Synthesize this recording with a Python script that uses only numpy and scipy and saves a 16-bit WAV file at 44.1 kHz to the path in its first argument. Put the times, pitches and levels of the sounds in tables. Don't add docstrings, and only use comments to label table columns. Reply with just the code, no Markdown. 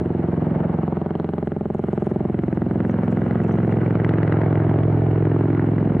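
import sys
import numpy as np
from scipy import signal
from scipy.io import wavfile
from scipy.ndimage import uniform_filter1d

SR = 44100
rng = np.random.default_rng(int(sys.argv[2]) if len(sys.argv) > 2 else 0)


def put_to_file(sound):
    columns = np.atleast_2d(sound).T
    safe = np.clip(columns, -1, 1)
    whole_steps = np.round(safe * 32767)
    wavfile.write(sys.argv[1], SR, whole_steps.astype(np.int16))


def how_loud(loudness_db):
    steps = np.asarray(loudness_db, float) / 20
    return 10 ** steps


N = 264600


def read(table, s):
    t, *columns = np.transpose(table)
    return [np.interp(s, t, c) for c in columns]


def hump(s, at_s, span_s):
    return np.exp(-((s - at_s) / span_s) ** 4)


def walk(rate_hz):
    k = int(SR / rate_hz)
    held = np.repeat(rng.standard_normal(N // k + 1), k)
    return 0.62 * uniform_filter1d(uniform_filter1d(held, k), k)[:N]


def band(x, lo_hz, hi_hz, order=2):
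    return signal.sosfilt(signal.butter(order, [lo_hz, hi_hz], "bandpass", fs=SR, output="sos"), x)


def add_pulses(out, s, db, half_ms, steep=0., size=512, front=0.83, back=0.97, ring_hz=0):
    at = np.round(s * SR).astype(int)[:, None] + np.arange(-size, size)
    age_s = at / SR - s[:, None]
    u = age_s * 1000 / np.reshape(half_ms, (-1, 1))
    u = u + steep * (1 - u ** 2) * np.exp(-u ** 2 / 2) - steep
    front, back = np.reshape(front, (-1, 1)), np.reshape(back, (-1, 1))
    depth = front + (back - front) * (1 + np.tanh(2 * u)) / 2
    shape = np.cos(2 * np.pi * ring_hz * age_s) if ring_hz else 1 - depth * u ** 2
    pulse = how_loud(db)[:, None] * shape * np.exp(-u ** 2 / 2)
    inside = (at >= 0) & (at < N)
    np.add.at(out, at[inside], pulse[inside])


# centre_s, peak_db, half_length_s
GUSTS = [
    (0.417, -47, 0.18),
    (3.503, -54.5, 1.1),
    (5.3, -54.5, 1.3),
]


def wind():
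    s = np.arange(N) / SR
    calm_db = -63
    gusts = how_loud(calm_db) + sum(how_loud(db) * np.exp(-((s - at) / span) ** 2) for at, db, span in GUSTS)
    puffs = gusts * how_loud(10 * walk(5.5))
    return puffs * how_loud(19.5) * band(rng.standard_normal((2, N)), 47, 220)


# centre_s, half_length_s, level_db, top_hz
FIDGETS = [
    (1.93, 0.22, -80, 10600),
    (3.148, 0.78, -80, 8630),
]


def crackle():
    s = np.arange(N) / SR
    grains = rng.standard_normal(N) * rng.exponential(size=N) * how_loud(10 * walk(140))
    return sum(how_loud(db) * hump(s, at, span) * band(grains, 4800, top_hz, order=3)
               for at, span, db, top_hz in FIDGETS)


# start_s, peak_db, pitch_hz, decay_ms
RUSTLES = [(1.7419, -60, 6930, 3.6), (1.784, -62, 6080, 6), (1.8387, -66, 6800, 6), (1.9026, -67, 5800, 6),
           (1.927, -65, 6100, 3.7), (1.945, -66, 7000, 3), (1.9594, -70, 5800, 6), (1.9976, -64, 5900, 14),
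           (2.044, -62, 6900, 3), (2.057, -62, 5960, 8), (2.0966, -59.5, 5700, 8), (2.7594, -62.5, 5200, 6),
           (2.883, -62, 6800, 10), (2.9098, -57.5, 6000, 3), (3.04, -56, 5270, 6), (3.2, -67, 5970, 8),
           (3.4352, -59, 7000, 9), (3.478, -57, 6060, 5.4), (3.5194, -61, 6000, 2.5),
           (3.5258, -60, 6200, 2.5), (3.5587, -59, 6350, 6.5), (3.7117, -62, 6340, 11)]
# start_s, peak_db, pitch_hz
SQUEAKS = [
    (2.8824, -76, 10750),
    (2.93, -80, 10700),
    (3.1643, -75, 11140),
    (3.21, -76, 10750),
    (3.295, -76, 10900),
    (3.4357, -71, 10800),
    (3.47, -77, 10800),
]
# start_s, peak_db, pitch_hz, decay_ms
CREAKS = [(3.436, -44, 2640, 7), (3.714, -45, 2730, 9), (1.7428, -62, 9600, 1.5), (1.7428, -63, 6750, 1.5),
          (1.786, -64, 5800, 2), (1.927, -67, 6200, 2), (2.045, -65, 6900, 1.5), (2.9105, -51.5, 6050, 1.5),
          (3.4365, -61, 6300, 2), (3.4795, -59, 6000, 1.5), (3.5195, -51, 6000, 1.5),
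          (3.5255, -53, 6200, 1.3), (3.528, -65, 9700, 2.5), (3.56, -60, 6300, 2)]


def rustles():
    size = 3000
    out, age = np.zeros(N), np.arange(size) / SR
    for s, db, hz, decay_ms in RUSTLES:
        k = int(s * SR)
        grains = rng.standard_normal(size) * rng.exponential(size=size) * np.exp(-1000 * age / decay_ms)
        bright_db = db - 6.0 - 10 * (s > 2.3)
        out[k:k + size] += how_loud(db - 1.0) * band(grains, 0.88 * hz, 1.2 * hz, order=3)
        out[k:k + size] += how_loud(bright_db) * band(grains, 8600, 10800, order=3)
    for s, db, hz in SQUEAKS:
        k = int(s * SR)
        squeak = rng.standard_normal(size) * np.exp(-age / .022)
        out[k:k + size] += how_loud(db + 13) * band(squeak, hz - 170, hz + 170)
    for s, db, hz, decay_ms in CREAKS:
        k = int(s * SR)
        mode = np.sin(2 * np.pi * hz * age) * np.exp(-1000 * age / decay_ms)
        out[k:k + size] += how_loud(db) * band(mode, .88 * hz, 1.12 * hz)
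    return out


# time_s, near_crack_db, far_crack_db, wash_db
TREBLE = [(0.0, -39, -63.5, -50.5), (0.3, -67, -48.5, -48.5), (0.6, -53, -51.5, -46),
          (0.9, -47.5, -58.5, -49.5), (1.25, -41.5, -64, -55), (1.55, -47, -69, -56.5),
          (2.0, -46, -66, -52.5), (2.25, -48.5, -63, -52.5), (2.45, -35.5, -62.5, -53.5),
          (3.0, -34.5, -57.5, -47), (3.6, -32.5, -40.5, -43.5), (4.0, -27, -49.5, -43.5),
          (4.4, -24, -36, -43.5), (4.7, -36.5, -46, -44), (5.0, -42, -56.5, -44), (5.2, -43.5, -39.5, -45),
          (5.6, -49, -41.5, -44.5), (5.8, -69.5, -44, -45)]
# frequency_hz, density_db (per Hz)
WASH = [(40, -17), (100, -11.5), (200, -2.5), (400, -6.5), (820, -15.5), (1000, -20.5), (1500, -22),
        (2080, -30.5), (2620, -38), (3300, -46), (4170, -56), (5200, -61.5), (11500, -79), (13500, -92)]
# frequency_hz, side_db
WASH_SIDE = [(40, -12), (250, -15), (600, -10), (1200, -6.5), (2500, -9.5), (4500, 6), (9000, -8),
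             (14000, -10)]
# centre_s, half_length_s, rise_db
SURGES = [
    (0.4, 0.95, 6.5),
    (2.501, 0.39, 3),
    (3.7, 0.25, 0),
    (4.45, 0.16, 5),
    (4.897, 0.36, 3),
]
# centre_s, half_length_s, rise_db, centre_hz
GRIT = [
    (1.9, .25, 3.5, 3300),
    (2.9, .4, 1, 1200),
    (4.35, .35, 2.5, 1603),
    (4.599, .4, 1.5, 780),
    (5.45, 0.22, 3, 1100),
]


def log_read(table, hz):
    table_hz, db = np.transpose(table)
    return np.interp(np.log(hz), np.log(table_hz), db)


def wash():
    s = np.arange(N) / SR
    db = read(TREBLE, s)[2]
    low_db = 1.5 - 0.19 * (db + 48)
    roar_db = -0.7 + sum(rise * hump(s, at, span) for at, span, rise in SURGES)
    roar_db = roar_db + 2 * walk(45)
    swell, clumps = walk(5.0), 3.5 * walk(70)
    grit = [(rise * hump(s, at, span), centre_hz) for at, span, rise, centre_hz in GRIT]
    out, half_band = 0, 2 ** (1 / 6)
    for hz in 41 * 2 ** np.arange(0, 8.6, 1 / 3):
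        noise = rng.standard_normal((2, N + 4000))
        mid, side = band(noise, hz / half_band, hz * half_band, order=4)[:, 4000:]
        still = np.clip(hz / 9000, 0, 1)
        colour_db = low_db / (1 + (hz / 400) ** 2)
        colour_db = colour_db + roar_db * np.exp(-(np.log2(hz / 750) / 0.38) ** 2)
        for rise_db, centre_hz in grit:
            colour_db = colour_db + rise_db * np.exp(-(2 * np.log2(hz / centre_hz)) ** 2)
        clump_db = clumps * np.exp(-(np.log2(hz / 1700) / 1.1) ** 2)
        moving_db = db + 46 + colour_db + 1.1 * swell + clump_db + 2.0 * walk(30)
        gain_db = log_read(WASH, hz) + (1 - still) * moving_db
        side = how_loud(log_read(WASH_SIDE, hz)) * side * np.array([[1], [-1]])
        out = out + how_loud(gain_db) * (mid + side)
    return how_loud(-10) * out


# time_s, near_delay_ms, near_echo_lag_ms, far_lag_ms, far_echo_lag_ms
PATHS = [(0.0, 14.85, 5.7, 8.45, 9.1), (0.5, 9.75, 5.8, 8.8, 9.4), (1.0, 6.0, 5.6, 9.4, 9.25),
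         (1.5, 3.1, 5.25, 10.5, 8.95), (2.0, 1.35, 5.3, 11.3, 8.9), (2.25, 0.94, 5.37, 11.85, 8.72),
         (2.5, 0.15, 5.8, 13.2, 8.4), (2.75, 0.16, 5.8, 13.55, 8.45), (3.0, 0.8, 5.55, 13.25, 8.6),
         (3.25, 1.05, 5.8, 13.5, 9.0), (3.5, 0.95, 6.3, 15.3, 8.55), (3.75, 1.25, 6.75, 16.2, 8.55),
         (4.0, 1.6, 7.05, 18.0, 7.75), (4.25, 2.58, 7.2, 18.9, 7.75), (4.5, 4.45, 7.05, 18.9, 7.7),
         (5.0, 9.65, 6.95, 18.75, 7.5), (5.5, 14.6, 6.45, 18.7, 7.4), (5.75, 17.85, 5.5, 17.95, 7.3),
         (6.0, 21.5, 5.0, 16.5, 8.6)]


def blade_passages():
    blade_hz = 21.75
    clock = np.arange(-1, 6 * blade_hz + 1) / blade_hz
    delay, echo, far, far_echo = np.array(read(PATHS, clock)) / 1000
    jitter = np.clip(rng.standard_normal((len(clock), 16)).T, -2, 2)
    return clock + delay, echo, far, far_echo, jitter


def torn_air(t, far, c):
    crack_db, far_crack_db, _ = read(TREBLE, t)
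    gate = np.zeros(N)
    add_pulses(gate, t + far + .001 * c[15], far_crack_db + 5 + 2.2 * c[11], 2.2, size=1024)
    add_pulses(gate, t, crack_db - 4 + 2.2 * c[10], 1.2, size=1024)
    return gate * band(rng.standard_normal(N), 500, 2055, order=5) * how_loud(12.5)


# time_s, near_slap_db, near_echo_db, far_slap_db, far_echo_db
SLAPS = [(0.0, -10, -15.5, -18, -15), (0.5, -8.5, -9.5, -16, -13.5), (0.75, -12, -9.5, -19.5, -15),
         (1.05, -14.5, -14, -31, -20.5), (1.3, -13, -14, -28, -18.5), (1.75, -13, -11.5, -20, -20.5),
         (2.1, -9, -9, -19, -20.5), (2.5, -9, -10.3, -24.5, -19.5), (2.75, -8.5, -12, -15, -11.5),
         (3.25, -13, -8.5, -16, -10), (3.5, -11, -8, -10.5, -10.5), (4.0, -11, -8.5, -11, -14),
         (4.5, -10, -9.5, -9, -9.5), (5.0, -9, -9, -10, -8), (5.5, -10, -10, -6, -10.5),
         (5.75, -10.5, -7.5, -10.5, -11), (6.0, -7, -6.5, -6, -15.5)]
# time_s, near_second_db, far_second_db, vortex_spacing_ms, suction_notch_db
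WAKE = [(0.0, -31, -28, 2.55, -34), (0.5, -25.5, -24, 1.83, -29), (0.9, -24.5, -27, 2.47, -16),
        (1.2, -29, -20.5, 2.43, -17.5), (1.6, -38, -20.5, 1.62, -20.5), (2.0, -32.5, -28.5, 2.7, -16),
        (2.5, -44.5, -39.5, 2.6, -32), (2.75, -28, -24.5, 2.02, -25.5), (3.2, -18.5, -26, 2.17, -30.5),
        (3.5, -20, -15.5, 2.3, -39), (4.25, -20, -24.5, 2.52, -32), (4.5, -15, -19, 2.8, -29),
        (4.8, -15.5, -15, 2.64, -37.5), (5.25, -20.5, -11, 2.46, -41.5), (5.5, -20, -15.5, 3.2, -24.5),
        (6.0, -26, -23, 3.57, -42)]
# time_s, near_ms, near_echo_ms, far_echo_ms
GROUND = [(0.0, 0.86, 1.75, 1.4), (0.5, 0.92, 1.56, 1.21), (1.0, 0.86, 1.39, 1.7), (1.5, 0.75, 0.95, 1.6),
          (2.1, 0.72, 0.97, 1.46), (3.0, 1.04, 1.35, 1.25), (3.5, 0.86, 1.46, 1.33), (4.0, 0.83, 1.9, 2.1),
          (5.0, 0.92, 2.1, 2.23), (5.5, 0.82, 1.55, 1.9), (6.0, 0.9, 1.3, 2)]
# time_s, near_steepening (0-1), far_half_length_ms, far_suction_notch_db
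FRONTS = [(0.0, 0.2, 0.75, -24.5), (0.6, 0.29, 0.7, -25), (1.1, 0.35, 0.71, -39), (1.6, 0.51, 1.12, -47),
          (2.2, 0.34, 1.35, -47), (2.8, 0.25, 0.72, -40), (3.4, 0.62, 0.84, -28), (3.9, 0.3, 0.97, -22),
          (4.4, 0.4, 0.86, -18), (4.9, 0.43, 0.83, -30), (5.4, 0.2, 0.83, -20), (6.0, 0.51, 0.8, -24)]
# time_s, lag_ms, level_db
TREELINE = [
    (0.0, 39.5, -23),
    (0.6, 38, -29.5),
    (1.1, 35.5, -30),
    (1.6, 34, -37.5),
    (2.1, 32, -32),
    (2.6, 34, -24),
    (3.1, 35, -35.5),
    (3.6, 46, -45),
]


def far_slaps(t, far, far_echo, c):
    _, _, far_db, far_echo_db = read(SLAPS, t)
    _, second_db, spacing_ms, _ = read(WAKE, t)
    far_echo_ms, far_ms = read(GROUND, t)[2], read(FRONTS, t)[1]
    turn = (1 + np.tanh((t - 2.3) / .9)) / 2
    trees = (24 + (34.54 - 24) * turn) / 1000
    line_ms, line_db = read(TREELINE, t)
    out = np.zeros(N)
    add_pulses(out, t + far + .0001 * c[6], far_db + 1.1 * c[7], far_ms, steep=.15)
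    add_pulses(out, t + far + spacing_ms / 1000 + .00015 * c[8], second_db + 1.5 * c[9], .82)
    add_pulses(out, t + far + far_echo + .0001 * c[6], far_echo_db + .6 * c[10], far_echo_ms, steep=.05)
    add_pulses(out, t + trees, far_echo_db - 10.5 + 1.1 * c[11], 2.25, size=1024)
    add_pulses(out, t + line_ms / 1000, line_db + 1.5 * c[11], 1.2)
    return out


# start_s, ringing_db, thin_snap_db
CRACKS = [(0.06, -34, -50), (1.107, -35, -49), (1.153, -38, -42), (1.1992, -32, -32.5), (1.2451, -32, -39),
          (1.2913, -39, -41.5), (1.337, -40, -43), (1.383, -31, -43), (1.4281, -30.5, -50),
          (1.474, -31, -44), (1.5198, -32, -47), (1.8407, -38, -46), (1.978, -39, -44.5),
          (2.0698, -34, -47.5), (2.116, -32, -55), (2.3457, -28, -48), (2.391, -26.5, -43),
          (2.4377, -30, -49), (2.4826, -31, -57), (2.5283, -26.5, -57), (2.574, -26, -59),
          (2.6197, -23.5, -52), (2.7115, -24, -52), (2.8048, -21.5, -48), (2.851, -27, -50.5),
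          (2.897, -26.5, -43), (2.942, -23, -56), (3.0349, -25.5, -49.5), (3.0814, -26.5, -42.5),
          (3.1269, -26, -52), (3.1725, -24, -50), (3.219, -28, -54), (3.3102, -21.5, -56),
          (3.3566, -27, -49), (3.403, -27, -53), (3.5097, -30.5, -45), (3.7257, -31, -62),
          (3.8159, -25.5, -53), (3.863, -42, -50.5), (3.908, -21.5, -44), (3.9543, -19.5, -42),
          (4.0007, -24.5, -50), (4.047, -13.5, -35), (4.0929, -15.5, -43), (4.1385, -18.5, -46),
          (4.1848, -20.5, -48), (4.2316, -17, -49.5), (4.2784, -18, -48), (4.3241, -16.5, -43),
          (4.3697, -27, -46.5), (4.4166, -21.5, -50), (4.4353, -25.5, -51), (4.556, -20.5, -41),
          (4.602, -25, -59), (4.6951, -24.5, -36), (4.7406, -31, -45), (4.788, -29, -41.5),
          (4.8348, -30, -40), (5.254, -26, -44), (5.5315, -28, -57.5), (5.55, -24.5, -49),
          (5.5956, -19, -45)]


def tip_cracks(t, echo, far, c):
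    notch_db, far_notch_db = read(WAKE, t)[3], read(FRONTS, t)[2]
    crack_db, far_crack_db, _ = read(TREBLE, t)
    crack_ms = np.maximum(0.062 + 0.0347 * (crack_db + 45), .14)
    crack_ms = crack_ms * (1 - 0.33 * hump(t, 1.1, 0.15))
    out = np.zeros(N)
    add_pulses(out, t - .0011, notch_db + .9 * c[13], .3)
    add_pulses(out, t + echo - .0014, notch_db - 4 + .9 * c[12], .38)
    add_pulses(out, t + far - .0012, far_notch_db + 1.3 * c[8], .36)
    add_pulses(out, t - .0011 + 0.0002 * c[12], crack_db + 9 + 1.8 * c[13],
               crack_ms * how_loud(0.27 * c[14]), size=128)
    add_pulses(out, t + echo - .0011, crack_db - 5.5 + 2.6 * c[13], .17, size=128)
    add_pulses(out, t + far - .0008 + .0005 * c[15], far_crack_db + 8 + 1.8 * c[14],
               .19 * how_loud(.6 * c[12]), size=128)
    s, ring_db, snap_db = np.transpose(CRACKS)
    snap_db = snap_db - .7 + 3 * hump(s, 1.27, 0.18)
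    snap_ms = 0.32 * (1 - .45 * hump(s, 1.27, .2))
    add_pulses(out, s, ring_db + 1.0, 0.35, size=128, ring_hz=1545)
    add_pulses(out, s, snap_db, snap_ms, size=128, ring_hz=3030)
    return -out


# time_s, ahead_of_near_slap, behind_it, behind_its_ground_echo
TROUGHS = [(0.0, 1.26, 1.17, 0.7), (0.6, 0.68, 0.84, 1.3), (1.0, 1.45, 1.23, 1.3), (1.3, 0.9, .95, 0.4),
           (1.8, 1.14, 1.1, 0.48), (2.25, 0.73, 0.69, 0.69), (2.8, 0.99, 0.79, 1.62),
           (3.5, 1.26, 0.58, 0.71), (4.15, 0.65, 0.38, 1.2), (4.9, 0.65, 0.78, 0.98),
           (5.4, 0.46, 0.96, 0.68), (5.8, 0.39, 1.34, 0.71)]


def near_slaps(t, echo, c):
    near_db, echo_db, far_db, _ = read(SLAPS, t)
    second_db, _, spacing_ms, _ = read(WAKE, t)
    near_ms, echo_ms, _ = read(GROUND, t)
    ahead, behind, echo_behind = read(TROUGHS, t)
    steep = read(FRONTS, t)[0][:, None]
    second = spacing_ms / 1000 - 0.0006 * hump(t, 4.1, 0.36)
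    thump = np.minimum(8.7 + 4.8 * abs(t - 2.9), 17.8) / 1000
    load_db = far_db + 8
    thump_db, early_db = -21.5 + 1.9 * load_db, np.minimum(-41 - 6.5 * load_db, -26)
    hull_db = -23.5 - 17.5 * np.clip((t - 2.7) * 4 + .5, 0, 1)
    swell_db = -42 + 18.5 * hump(t, 2.8, 0.66)
    out = np.zeros(N)
    add_pulses(out, t + .00006 * c[0], near_db + .5 * c[1], near_ms, steep=steep, front=ahead, back=behind)
    add_pulses(out, t + second + .0001 * c[2], second_db + 1.5 * c[3], .63)
    add_pulses(out, t - .003 + .00015 * c[2], early_db + 1.5 * c[4], 1.25)
    add_pulses(out, t + echo + .00006 * c[0], echo_db + .5 * c[5], echo_ms, steep=.25,
               front=1 + .2 * hump(t, 4.3, .85), back=echo_behind)
    add_pulses(out, t + thump, thump_db, 3.8, size=1024)
    add_pulses(out, t + .0303, hull_db, 2.2, size=1024)
    add_pulses(out, t - .0045, swell_db, 3.2, size=1024)
    return out


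def duck(x):
    release_ms, knee_db, slope = 11, -28.5, 0.53
    keep = np.exp(-1000 / (release_ms * SR))
    power = signal.lfilter([1 - keep], [1, -keep], x ** 2)
    gain = uniform_filter1d((1 + power / how_loud(2 * knee_db)) ** -slope, size=60)
    return gain / uniform_filter1d(gain, size=8100)


def port_lead(x):
    return np.gradient(x) * np.array([[1], [-1]])


def scene():
    t, echo, far_lag, far_echo, jitter = blade_passages()
    near = near_slaps(t, echo, jitter) + tip_cracks(t, echo, far_lag, jitter)
    far = far_slaps(t, far_lag, far_echo, jitter) + torn_air(t, far_lag, jitter)
    placed = near * how_loud([[-.2], [.2]]) + far * how_loud([[-.5], [.5]])
    placed = placed + 0.67 * port_lead(near) - .6 * port_lead(far)
    return placed + duck(near + far) * (wash() + crackle()) + wind() + rustles()


# centre_hz, width_hz, left_db, right_db
PORTS = [(513, 78, -2, -0.8), (634, 55, 1.9, 2.2), (1520, 240, 1.5, 0.9), (1770, 150, -2.5, -3.5),
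         (1980, 210, 2, 1.5), (2430, 300, -1.5, -2), (3060, 450, 5, 2), (3600, 320, -4, -5.5),
         (4070, 400, 2.5, 2), (4550, 500, -2, -2.5), (5940, 600, -1.5, 2.5)]


def port(x, column, cut_hz):
    x = signal.sosfiltfilt(signal.butter(2, cut_hz, "highpass", fs=SR, output="sos"), x, padtype="even")
    hz, width_hz, db = np.transpose(PORTS)[[0, 1, column]]
    w, a = 2 * np.pi * hz / SR, how_loud(db / 2)
    q, c = np.sin(w) * width_hz / hz / 2, -2 * np.cos(w)
    sections = np.column_stack([1 + q * a, c, 1 - q * a, 1 + q / a, c, 1 - q / a])
    return signal.sosfilt(sections / (1 + q / a)[:, None], x)


def converter_images(bass, pump):
    s = np.arange(N) / SR
    lag_ms = 8.3
    after = np.roll(pump, int(lag_ms * SR / 1000)) ** -1.2
    out = 0
    for hz, db in [(4000, -53.5), (8000, -60.5), (12000, -64.5)]:
        width = 1 + how_loud(-16) * walk(900) * np.array([[1], [-1]])
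        flicker = how_loud(db + 5 * walk(160)) * width
        out = out + flicker * after * bass * np.cos(2 * np.pi * hz * s + 2.7 * walk(550))
    return out


def top_cut(x):
    return signal.sosfilt(signal.butter(12, 15600, fs=SR, output="sos"), x)


def record(dry):
    x = np.array([port(dry[0], 2, cut_hz=59), port(dry[1], 3, cut_hz=52)])
    x = x / (1 + (x / .36) ** 4) ** .25
    pump = duck(x.mean(axis=0))
    smooth = uniform_filter1d(uniform_filter1d(x, size=40), size=40)
    bass = 0.13 * np.tanh(smooth / 0.054) * pump ** 1.3
    x = x + how_loud(-60.5) * bass * band(rng.standard_normal(N), 5000, 9000, order=5)
    hiss = rng.standard_normal(N) * how_loud(4.4 * walk(25)) * pump ** 2.3
    x = x + how_loud(-84) * band(hiss, 5200, 12300, order=4)
    x = x + how_loud(-93 + 5 * walk(2.5)) * band(hiss, 12300, 15800)
    x = x + converter_images(bass, pump)
    s = np.arange(N) / SR
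    fade_ms = .07
    x = x * np.sin(np.pi / 2 * np.clip(np.minimum(s, s[::-1]) * 1000 / fade_ms, 0, 1)) ** 2
    return top_cut(x)


dry = scene()
out = record(dry)
put_to_file(out)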